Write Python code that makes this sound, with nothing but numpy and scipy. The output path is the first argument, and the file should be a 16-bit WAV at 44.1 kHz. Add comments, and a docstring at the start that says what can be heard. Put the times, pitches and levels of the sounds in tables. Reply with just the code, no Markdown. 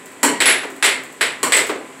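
"""Faint ticks of a sliding puck, then the crack of a mallet: air hockey in a garage.
Each impact is a brief broadband force, coloured by the resonances of mallet and puck; it leaves
the table top or a rail ringing in its damped modes. Mallets also thud on the top. The bare room
reverberates after every knock, over the steady air and hum of the table's blower.
A small microphone adds a bright treble peak, and a fast limiter flattens the hardest blows."""
import sys
import numpy as np
from scipy import signal
from scipy.fft import rfft, irfft
from scipy.io import wavfile
from scipy.ndimage import uniform_filter1d, minimum_filter1d, map_coordinates

SR = 44100
rng = np.random.default_rng(int(sys.argv[2]) if len(sys.argv) > 2 else 0)


def master(y):
    """Save y as 16-bit WAV."""
    cut = np.clip(np.atleast_2d(y).T, -1, 1)
    pcm = np.round(cut * 32767)  # scale
    wavfile.write(sys.argv[1], SR, pcm.astype(np.int16))


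N = 88200
T = np.arange(SR) / SR
HZ = np.fft.rfftfreq(2 * SR, 1 / SR)


def mallets():
    """Impact excitation: a blow on the puck sounds the hollow mallet and sets the table top drumming."""
    # Each row: start in seconds; level, bass, treble, direct sound and table ring in dB;
    # the mallet's note in Hz, its level in dB.
    hits = [(.2305, 0.5, -1.5, 1.5, -5.5, -0.5, 945, -10.5), (1.4303, -5, 3, 2, -6, -16, 1075, -26)]
    # Contact spectrum. Each row: frequency in Hz, level in dB.
    spectrum = [(40, -43), (120, -13), (220, -2.5), (530, 5.5), (750, -2.5), (1300, -0.5), (1850, 1.5),
                (2600, -5.5), (3700, -14.5), (5000, -15), (6400, -13), (7200, -6), (9000, -14),
                (12000, -11.5), (15500, -19)]
    # Mallet resonances. Each row: centre in Hz, width in Hz, lift in dB.
    peaks = [(2180, 390, 4), (3045, 600, 9.5), (4300, 670, 12), (5610, 560, 6.5), (8510, 980, 5),
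             (9600, 1200, 5.5), (11000, 480, 5)]
    # Each row: frequency in Hz, level in dB, 60 dB decay time in seconds.
    table_modes = [(263.5, -9.5, .33), (294.4, -8.5, 0.34), (429, -13, 0.38), (1540, -12.5, 0.2),
                   (1916, -22.5, 0.94)]
    out = np.zeros(N)
    body = amp(along(spectrum, HZ)) * np.prod([resonance(*peak) for peak in peaks], axis=0)
    for start, db, bass_db, treble_db, direct_db, drum_db, note_hz, note_db in hits:
        hollow = resonance(note_hz, width_hz=234, db=9.5)
        gain = amp(db) * body * hollow * shelves(bass_db, treble_db)
        add(out, start, knock(gain, direct_db, contact_s=0.0014))
        add(out, start, amp(drum_db) * ring(table_modes, rise_s=0.029, rough_rad=1.0))
        add(out, start, ring([(note_hz, note_db, 0.13)], rise_s=0.003, rough_rad=1.0))
    return out


def rails():
    """Free vibration after impact: the rail rings in its modes and the puck's resonances zing."""
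    # Each row: start in seconds; level, bass, treble, direct sound, rail ring, low and high zing in dB.
    hits = [(.4032, -1.5, 3, -3.5, 0, -31, 10.4, 16.4), (.4565, 4.5, -2.5, -2.5, -0.5, -41, 6.6, 25.3),
            (.8255, 0, -2, -3.5, -8, -26, 5.6, 13), (.842, -2, 0.5, -0.5, -8, -20.5, 11, 18.3),
            (1.2098, -3, 1.5, -5, -4.5, -32, 10.8, 18.2), (1.5212, -0.5, -2.5, -2, -3, -15, 16.4, 13.6),
            (1.567, -10.5, 13.5, 8, -1.5, -26.5, 11, 4.4)]
    # Contact spectrum. Each row: frequency in Hz, level in dB.
    spectrum = [(40, -32.5), (150, -24), (280, -6), (400, 0.5), (800, -3), (1300, 0.5), (2000, 8.5),
                (2700, 4), (3800, 1.85), (5500, -6.5), (6500, -11.5), (8000, -13), (9300, -8.5),
                (11500, -13), (15500, -20.5)]
    # Puck resonances. Each row: centre in Hz, width in Hz, lift in dB.
    peaks = [(7100, 480, 5.5), (12050, 250, 8)]
    # The puck's two strongest resonances. 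Each row: centre in Hz, width in Hz.
    zings = [(8030, 540), (10790, 344)]
    # Each row: frequency in Hz, level in dB, 60 dB decay time in seconds.
    rail_modes = [(2016, 1, 0.43), (2120, -1, 0.49), (4360, -16, 0.61)]
    out = np.zeros(N)
    body = amp(along(spectrum, HZ)) * np.prod([resonance(*peak) for peak in peaks], axis=0)
    for start, db, bass_db, treble_db, direct_db, rail_db, *zing_dbs in hits:
        zing = np.prod([resonance(*peak, lift) for peak, lift in zip(zings, zing_dbs)], axis=0)
        gain = amp(db) * body * zing * shelves(bass_db, treble_db)
        add(out, start, knock(gain, direct_db, contact_s=0.0016))
        add(out, start, amp(rail_db) * ring(rail_modes, rise_s=0.015, rough_rad=0.54))
    return out


def mallet_thuds():
    """Damped impact: a mallet knocks dully on the table top, its energy mostly in the low mids."""
    # Each row: start in seconds, level in dB.
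    hits = [(.632, -12.5), (1.694, -6), (1.755, -23)]
    # Each row: frequency in Hz, level in dB.
    spectrum = [(40, -47), (150, -24), (280, 5), (385, 8), (540, 2.5), (900, -1.5), (1600, -2),
                (3000, -10.5), (6000, -23), (15000, -33)]
    return taps(hits, spectrum, direct_db=-0.5, contact_s=0.0098)


def puck_ticks():
    """Brief, light contact: the sliding puck touches the table top and radiates mostly treble."""
    # Each row: start in seconds, level in dB.
    hits = [(.058, -4), (.117, -11), (.701, -4), (.762, -7), (1.035, -3), (1.124, -8), (1.668, 5)]
    # Each row: frequency in Hz, level in dB.
    spectrum = [(100, -48), (3000, -44), (8000, -35), (14000, -36.5)]
    return taps(hits, spectrum, direct_db=-1, contact_s=0.0024)


def blower():
    """Fan noise: broadband rushing air plus hum tones that waver in level and phase."""
    # Each row: frequency in Hz, relative level in dB.
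    air_spectrum = [(25, -58), (50, -50), (80, -18), (130, -5.5), (260, 0), (450, 0), (750, -4.5),
                    (1400, -6), (2100, -4.5), (3200, -12.5), (5500, -23), (8000, -19.5), (11000, -22),
                    (15500, -34)]
    # Each row: frequency in Hz, level in dB.
    hum_tones = [(267, -46), (393, -49.5), (1017, -51), (1972, -51.5)]
    air = coloured(rng.standard_normal(N + SR), amp(along(air_spectrum, HZ)))[SR:]
    t = np.arange(N) / SR
    hum = np.zeros(N)
    for hz, db in hum_tones:
        level = amp(db + 2.5 * wobble(36, size=N))
        hum += level * np.sin(2 * np.pi * hz * t + wobble(7.9, size=N))
    return amp(-41) * air / air.std() + hum


def taps(hits, spectrum, direct_db, contact_s):
    """Superposition of contacts that leave no ring of their own, only the room's."""
    out = np.zeros(N)
    for start, db in hits:
        add(out, start, knock(amp(db + along(spectrum, HZ)), direct_db, contact_s))
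    return out


def knock(gain, direct_db, contact_s):
    """Room response: a direct crack, early reflections and a diffuse tail, all coloured by one gain."""
    # Each row: frequency in Hz, reverberation time in seconds.
    garage_t60 = [(100, 0.9), (300, 0.5459), (900, .5), (2000, 0.4433), (4500, 0.3625), (8000, 0.3165),
                  (11000, 0.2846), (15000, 0.185)]
    # Each row: delay in seconds, level in dB against the direct sound.
    reflections = [(.0042, -4), (.0088, -7), (0.018, -6)]
    direct_s, build_s = 0.00049, 0.014
    hz, t, noise = signal.stft(rng.standard_normal(SR), SR, nperseg=256)
    decay = amp(-60 * t / along(garage_t60, hz)[:, None])
    room = signal.istft(noise * decay, SR, nperseg=256)[1][:SR]
    room *= 1 - np.exp(-T / build_s) / 2
    room /= np.linalg.norm(room)
    for delay, db in [(direct_s, 0)] + reflections:
        crack = rng.standard_normal(SR) * np.exp(-T / contact_s)
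        crack *= amp(direct_db + db) / np.linalg.norm(crack)
        add(room, delay, crack)
    return coloured(room, amp(22.5) * gain)


def ring(modes, rise_s, rough_rad):
    """Modal decay: exponentially damped sines, their phase made uneven by the room."""
    tones = np.zeros(SR)
    for hz, db, t60 in modes:
        phase = 2 * np.pi * (hz * T + rng.random()) + rough_rad * wobble(67.7, size=SR)
        tones += amp(db - 60 * T / t60) * np.sin(phase)
    return tones * (1 - np.exp(-T / rise_s))


def resonance(hz, width_hz, db):
    """Gain of one steep resonant peak over a flat response."""
    return np.sqrt(1 + amp(db) ** 2 / (1 + (2 * (HZ - hz) / width_hz) ** 2) ** 2)


def shelves(bass_db, treble_db, bass_hz=900, treble_hz=4800):
    """Spectral tilt: where and how hard a blow lands tips its bass and treble."""
    bass = bass_db / (1 + (HZ / bass_hz) ** 2)
    treble = treble_db * (1 - 1 / (1 + (HZ / treble_hz) ** 4))
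    return amp(bass + treble)


def coloured(x, gain):
    """Minimum-phase filtering: folding the cepstrum gives a causal response with this gain."""
    cepstrum = irfft(np.log(gain + 1e-6))
    cepstrum[1:SR] *= 2
    cepstrum[SR + 1:] = 0
    response = irfft(np.exp(rfft(cepstrum)))[:SR // 4]
    return signal.fftconvolve(x, response)[:len(x)]


def wobble(rate, size):
    """A smooth random curve, rate knots a second."""
    return map_coordinates(rng.standard_normal(400), [np.arange(size) * rate / SR], mode='mirror')


def amp(db):
    """Decibels to amplitude ratio."""
    return 10 ** (np.asarray(db) / 20)


def along(points, hz):
    """Interpolation of (Hz, value) points on a log frequency axis."""
    freqs, values = np.transpose(points)
    return np.interp(np.log(hz + 1), np.log(freqs), values)


def add(track, start, x):
    """Mix x in from start, in seconds."""
    part = track[round(start * SR):][:len(x)]
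    part += x[:len(part)]


def scene():
    """Superposition: the game's impacts add to the blower in one channel."""
    light_contacts = mallet_thuds() + puck_ticks()
    return (mallets() + rails() + light_contacts + blower())[None]


def record(dry):
    """Microphone resonance, then peak compression by a fast limiter and soft clipping, then a low-pass."""
    ceiling, hold, top_hz = 0.83, int(0.0025 * SR), 15800
    x = coloured(dry[0], resonance(hz=7810, width_hz=1580, db=10.5))
    limiter_gain = np.minimum(1, ceiling / (abs(x) + 1e-9))
    x = x * uniform_filter1d(minimum_filter1d(limiter_gain, hold), hold)
    x = x / (1 + x ** 8) ** (1 / 8)  # soft clip
    low_pass = 1 / (1 + (np.fft.rfftfreq(2 * N, 1 / SR) / top_hz) ** 200)
    return irfft(rfft(x, 2 * N) * low_pass)[None, :N]


dry = scene()
out = record(dry)
master(out)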